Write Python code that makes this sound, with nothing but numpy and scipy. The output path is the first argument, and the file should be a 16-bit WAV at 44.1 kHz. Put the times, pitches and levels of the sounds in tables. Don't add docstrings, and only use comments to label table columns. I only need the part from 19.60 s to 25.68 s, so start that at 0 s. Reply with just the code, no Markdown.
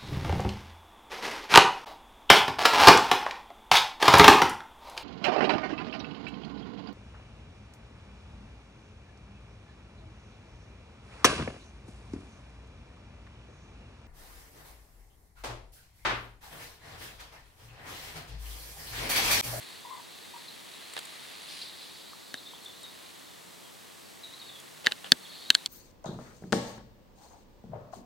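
import sys
import numpy as np
from scipy import signal
from scipy.fft import rfft, irfft, next_fast_len
from scipy.io import wavfile
from scipy.ndimage import map_coordinates

SR = 44100
rng = np.random.default_rng(int(sys.argv[2]) if len(sys.argv) > 2 else 0)


def transcribe(u):
    v = np.clip(np.atleast_2d(u).T, -1, 1)
    q = np.round(v * 32767).astype(np.int16)
    wavfile.write(sys.argv[1], SR, q)


N = 267951

# frequency in Hz, seconds to fade by 60 dB.
TREE_ECHO = [(500, 0.17), (1000, 0.23), (4000, 0.33), (10000, 0.05)]


def amp(db):
    return 10 ** (np.asarray(db) / 20)


def unit(x):
    return x / np.sqrt(np.mean(x ** 2) + 1e-20)


def along(points, hz):
    row_hz, values = np.transpose(points)
    return np.interp(np.log(hz + 1), np.log(row_hz + 1), values)


def curve(times, values):
    return np.interp(np.arange(N) / SR, times, values)


def wobble(rate):
    knots = rng.standard_normal(int(N * rate / SR) + 4)
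    return map_coordinates(knots, [np.arange(N) * rate / SR])


def swell(rise):
    age = np.arange(SR // 2) / SR / rise
    return age * np.exp(1 - age)


def bouts(rows):
    t = np.arange(N) / SR
    bells = (amp(db) * np.exp(-.5 * ((t - middle) / half) ** 2) for middle, half, db in rows)
    return np.sqrt(sum(bell ** 2 for bell in bells))


def add(track, start, sound):
    part = track[max(round(start * SR), 0):][:len(sound)]
    part += sound[:len(part)]


def filtered(x, response):
    size = next_fast_len(N + SR // 2)
    return irfft(rfft(x, size) * response(np.fft.rfftfreq(size, 1 / SR)), size)[..., :N]


def noise(spectrum):
    # frequency in Hz, how alike the two sides are (1 the same, -1 opposite).
    likeness = [(30, -0.35), (130, -0.64), (300, -0.51), (640, -0.38), (1400, 0.12), (3100, 0.68),
                (6800, 0.78), (15000, 1)]

    def response(hz):
        angle = np.arccos(np.clip(along(likeness, hz), -1, 1)) / 2
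        return amp(along(spectrum, hz)) * [np.cos(angle), np.sin(angle)]
    mid, side = filtered(rng.standard_normal((2, N)), response)
    return unit(np.array([mid + side, mid - side]))


def echoes(x, decay, spread):
    hz, t, bands = signal.stft(rng.standard_normal((2, SR)), SR, nperseg=128)
    fade = amp(-60 * t / along(decay, hz)[:, None])
    mid, side = signal.istft(bands * fade, SR, nperseg=128)[1]
    tail = np.array([mid + spread * side, mid - spread * side])
    return signal.fftconvolve(x[None], tail / np.linalg.norm(tail[0]), axes=1)[:, :N]


def ping(hz, rise):
    envelope = swell(rise)
    step = 2 * np.pi * hz / SR
    motion = -envelope * np.cos(step * np.arange(len(envelope)))
    return np.gradient(motion) / step


def rasp(x, depth, rate):
    flutter = unit(np.exp(depth * wobble(rate))) * np.exp(1j * depth * wobble(rate))
    return np.real(signal.hilbert(x, next_fast_len(N))[:N] * flutter)


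def background(hum_hz=92, hum_db=-80.5):
    # frequency in Hz, relative level in dB.
    hush_tone = [(18, -50), (30, -18.5), (161, 2), (384, 1.5), (526, 0), (988, -3), (1190, -3), (1280, -6),
                 (1960, -8.5), (2230, -11), (3870, -8), (4300, -10.5), (7670, -11.5), (16000, -18.5)]
    # frequency in Hz, level in dB.
    whine = [(7800, -70.5), (15625, -106)]
    t = np.arange(N) / SR
    tones = sum(amp(db) * np.sqrt(2) * np.sin(2 * np.pi * hz * t)
                for hz, db in [(hum_hz, hum_db)] + whine)
    return amp(-51 + 0.13 * wobble(3.1)) * noise(hush_tone) + tones


def engine():
    # time in seconds, pitch in Hz, level in dB.
    revs = [(3.4, 165, -94), (3.85, 176, -71), (4.3, 152, -80), (4.85, 133, -72), (5.15, 150, -69),
            (5.55, 198, -63), (5.75, 166, -72), (6.08, 158, -68.5)]
    times, hz, db = np.transpose(revs)
    pitch = curve(times, hz) * (1 + 0.008 * wobble(19))
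    level = amp(curve(times, db) + 1.1 * wobble(5.08))
    return level * np.sqrt(2) * np.sin(2 * np.pi * np.cumsum(pitch) / SR)


def whistle(length, start_hz, end_hz, overtone_db=-40):
    progress = np.linspace(0, 1, max(int(length * SR), 8))
    phase = 2 * np.pi * np.cumsum(start_hz + (end_hz - start_hz) * progress) / SR
    return np.sin(np.pi * progress) * (np.sin(phase) + amp(overtone_db) * np.sin(2 * phase))


def far_songbirds():
    # middle in seconds, half length in seconds, level in dB.
    singing = [(0, .14, -53), (.75, 1, -56.5), (2.1, 0.35, -51), (3.05, 0.53, -56), (4.81, 0.087, -59),
               (5.86, 0.16, -52)]
    notes = np.zeros(N)
    for when, length, pitch, glide in rng.random(size=(1800, 4)):
        hz = 3350 + 1300 * pitch
        add(notes, when * N / SR, whistle(0.0088 + 0.0149 * length, hz, hz + 1200 * (glide - .5)))
    return bouts(singing) * unit(echoes(notes, TREE_ECHO, spread=0.076))


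def songbirds():
    # middle in seconds, pitch in Hz, glide in octaves, level in dB.
    notes = [(.885, 4090, -.2, -44.5), (2.022, 4290, 0.57, -37), (2.751, 3730, -.1, -42.5),
             (2.779, 4100, .12, -46.5), (2.867, 3620, -0.11, -40.5), (2.944, 3340, .3, -47),
             (3.062, 3530, -0.12, -40.5), (3.671, 3510, -.28, -51), (4.053, 3260, -.18, -53),
             (4.46, 4650, .03, -56), (4.642, 3850, -0.144, -40.5), (4.737, 3930, .25, -44.5),
             (4.956, 3370, -0.14, -45), (5.86, 3750, .16, -49), (5.92, 3720, -.3, -45)]
    # time of the break in seconds,
    # whistle level in dB, drop level in dB, final pitch in Hz.
    hooks = [(3.235, -51, -40, 3530), (4.811, -49, -41, 3520), (4.888, -48, -39.5, 3260),
             (5.647, -49, -44, 2960), (5.712, -48, -48, 3000), (5.773, -43.5, -46, 2950)]
    note_s, whistle_s, drop_s = .021, .02, .014
    hedge_delay_s, hedge_db = 0.039, -8
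    near, hedge = np.zeros((2, N))
    for middle, hz, glide, db in notes:
        note = whistle(note_s, hz * 2 ** (-glide / 2), hz * 2 ** (glide / 2))
        add(near, middle - note_s / 2, amp(db) * note)
    for break_s, whistle_db, drop_db, end_hz in hooks:
        add(near, break_s - whistle_s, amp(whistle_db) * whistle(whistle_s, start_hz=4480, end_hz=4241))
        add(near, break_s, amp(drop_db) * whistle(drop_s, start_hz=3970, end_hz=end_hz))
    near = rasp(near, depth=0.24, rate=600)
    add(hedge, hedge_delay_s, amp(hedge_db) * near)
    return far_songbirds() + near + hedge + amp(-3.5) * echoes(near, TREE_ECHO, spread=0.25)


def cluck(length, hz, overtone_db=-19):
    attack_s, release_s, fade_db_per_s, sag_hz_per_s = 0.012, 0.02, 99, 1050
    flutter_hz, flutter_depth = 45, 0.31
    t = np.arange(int(length * SR)) / SR
    phase = 2 * np.pi * np.cumsum(hz - sag_hz_per_s * t) / SR
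    edges = np.clip(np.minimum(t / attack_s, (length - t) / release_s), 0, 1)
    flutter = 1 - flutter_depth * (1 + np.cos(2 * np.pi * flutter_hz * t))
    tone = np.sin(phase) + amp(overtone_db) * np.sin(2 * phase)
    return edges * amp(-fade_db_per_s * t) * flutter * tone


def waterfowl():
    # start in seconds, length in seconds, starting pitch in Hz, level in dB.
    clucks = [(0.244, 0.058, 1002, -37), (0.3, .115, 1063, -34.5), (0.732, 0.053, 980, -39)]
    # frequency in Hz, seconds to fade by 60 dB.
    twig_echo = [(1000, 0.041), (4000, 0.035)]
    call = np.zeros(N)
    for start, length, hz, db in clucks:
        add(call, start, amp(db) * cluck(length, hz))
    call = rasp(call, depth=0.23, rate=450)
    twigs = amp(-2.5) * echoes(call, twig_echo, spread=0.53)
    return call + twigs + amp(-5) * echoes(call, TREE_ECHO, spread=0.67)


def jacket(resting_db=-56.5):
    # middle in seconds, half length in seconds, level in dB.
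    arm_moves = [(0, 0.18, -48.5), (1.0, 0.66, -52.5), (1.68, 0.44, -48.5), (3.45, 0.21, -55.5),
                 (5.7, 0.96, -56.5)]
    # start in seconds, rise in seconds, level in dB.
    slides = [(1.869, 0.055, -45), (2.0, 0.02, -52.5), (2.13, 0.12, -54.5)]
    # frequency in Hz, relative level in dB.
    rustle_tone = [(200, -41), (600, 0.5), (1100, 3), (1400, -1), (1900, 6), (2300, 3.5), (4300, 5),
                   (5400, -6), (8000, -7.5), (9600, -2.5), (11000, -11.5), (16000, -22)]
    swish_tone = [(1500, -17), (3000, -4), (4400, -2), (5200, -4.5), (5800, -12), (8500, -17), (9600, -7),
                  (11000, -28), (16000, -28)]
    grain = unit(amp(1.44 * wobble(300)))
    swish = np.zeros(N)
    for start, rise, db in slides:
        add(swish, start, amp(db) * swell(rise))
    rustle = np.hypot(amp(resting_db), bouts(arm_moves))
    return grain * (rustle * noise(rustle_tone) + swish * noise(swish_tone))


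def mat(flick_rise_s=.0015, scrape_hiss_db=-16):
    # start in seconds, rise in seconds, level in dB.
    body_scrapes = [(1.3355, .0014, -41), (1.3651, 0.0016, -30), (1.375, 0.0031, -33),
                    (1.3893, 0.0014, -36), (5.244, 0.0016, -38), (5.252, 0.011, -34), (5.31, 0.0054, -39.5),
                    (5.442, .0025, -38.5), (5.451, .0096, -43.5)]
    # start in seconds, level in dB.
    fin_flicks = [(1.3358, -40.5), (1.3893, -38.5), (1.453, -42), (3.048, -45), (3.231, -47), (5, -44.5)]
    # start in seconds, level in dB, pitch in Hz, rise in seconds.
    soft_taps = [(2.533, -38.5, 1150, 0.00094), (2.7412, -42.5, 690, 0.0013), (2.935, -41, 960, 0.0013),
                 (5.270, -45, 833, 0.0089), (5.5326, -34, 287, .001)]
    # frequency in Hz, relative level in dB.
    scrape_tone = [(100, -58), (450, -0.5), (1300, -5.5), (1800, -2.5), (2300, -12), (2900, -1.5),
                   (4400, -8), (5500, -18), (16000, -55)]
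    hiss_tone = [(1000, -37), (4400, -5.5), (5800, -14), (7500, 2), (9700, -2), (11000, -10), (16000, -16)]
    scrape, flicks, taps = np.zeros((3, N))
    for start, rise, db in body_scrapes:
        add(scrape, start, amp(db) * swell(rise))
    for start, db in fin_flicks:
        add(flicks, start, amp(db) * swell(flick_rise_s))
    for start, db, hz, rise in soft_taps:
        add(taps, start, amp(db) * ping(hz, rise))
    hiss = flicks + amp(scrape_hiss_db) * scrape
    return scrape * noise(scrape_tone) + hiss * noise(hiss_tone) + taps


def fish_smacks():
    # start in seconds, snap level in dB, snap pitch in Hz, ring level in dB,
    # ring pitch in Hz, thud level in dB, spray level in dB.
    smacks = [(2.7417, -27, 3930, -25, 1670, -41.5, -29), (5.263, -17, 4500, -20, 1880, -55, -27),
              (5.2691, -9.5, 3700, -6, 1786, -31.5, -33), (5.3209, -18.5, 3700, -28, 1580, -48, -38),
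              (5.5198, 1, 4510, -8.5, 1690, -21.5, -21), (5.9033, -2, 3840, -13, 1620, -35, -14.5),
              (5.9461, -28, 3630, -52, 1700, -65, -31), (5.9504, -7.5, 4200, -16.5, 1580, -46, -18),
              (6.0603, -17, 4360, -44, 1330, -54, -23.5)]
    # multiple of its pitch, relative level in dB, rise in seconds.
    snap_tones = [(1, 5, 0.00033), (.8, 2, 0.00045), (1.17, -20, 0.00092), (.55, -18.5, 0.00072)]
    # pitch in Hz, relative level in dB, rise in seconds.
    thud_tones = [(121, -11, 0.0016), (237, -1.5, 0.00096), (450, -36, 0.00026)]
    # frequency in Hz, relative level in dB.
    spray_tone = [(100, 0), (450, -16), (900, 11), (1600, -7.5), (2400, -34), (3200, -6), (4800, -17),
                  (5700, 4.5), (7400, 4), (10000, -4), (16000, -12)]
    # frequency in Hz, seconds to fade by 60 dB.
    close_echo = [(200, 0.095), (1700, 0.028), (4000, 0.014), (10000, 0.029)]
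    ring_rise_s, ring_lag_s, left_lead_s = 0.00073, 0.00029, .000016
    snaps, hollows, spray = np.zeros((3, N))
    thud = sum(-(-1) ** k * amp(db) * ping(hz, rise) for k, (hz, db, rise) in enumerate(thud_tones))
    for start, snap_db, snap_hz, ring_db, ring_hz, thud_db, spray_db in smacks:
        snap = sum(amp(db) * ping(ratio * snap_hz, rise) for ratio, db, rise in snap_tones)
        ring = ping(ring_hz, ring_rise_s)
        add(snaps, start, amp(snap_db) * snap)
        add(hollows, start + ring_lag_s, amp(ring_db) * ring + amp(thud_db) * thud)
        add(spray, start, amp(spray_db) * swell(rise=0.00021))
    direct = snaps * amp([[-1.5], [.2]]) + hollows * amp([[.4], [-.4]]) + spray * noise(spray_tone)
    direct = filtered(direct, lambda hz: np.exp(1j * np.pi * hz * left_lead_s * np.array([[1], [-1]])))
    return direct + amp(-7.5) * echoes(direct.mean(axis=0), close_echo, spread=0.74)


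def scene():
    return fish_smacks() + mat() + jacket() + waterfowl() + songbirds() + engine() + background()


def record(dry):
    top_hz = 16000
    return filtered(np.clip(dry, -1, 1), lambda hz: hz < top_hz)


dry = scene()
out = record(dry)
transcribe(out)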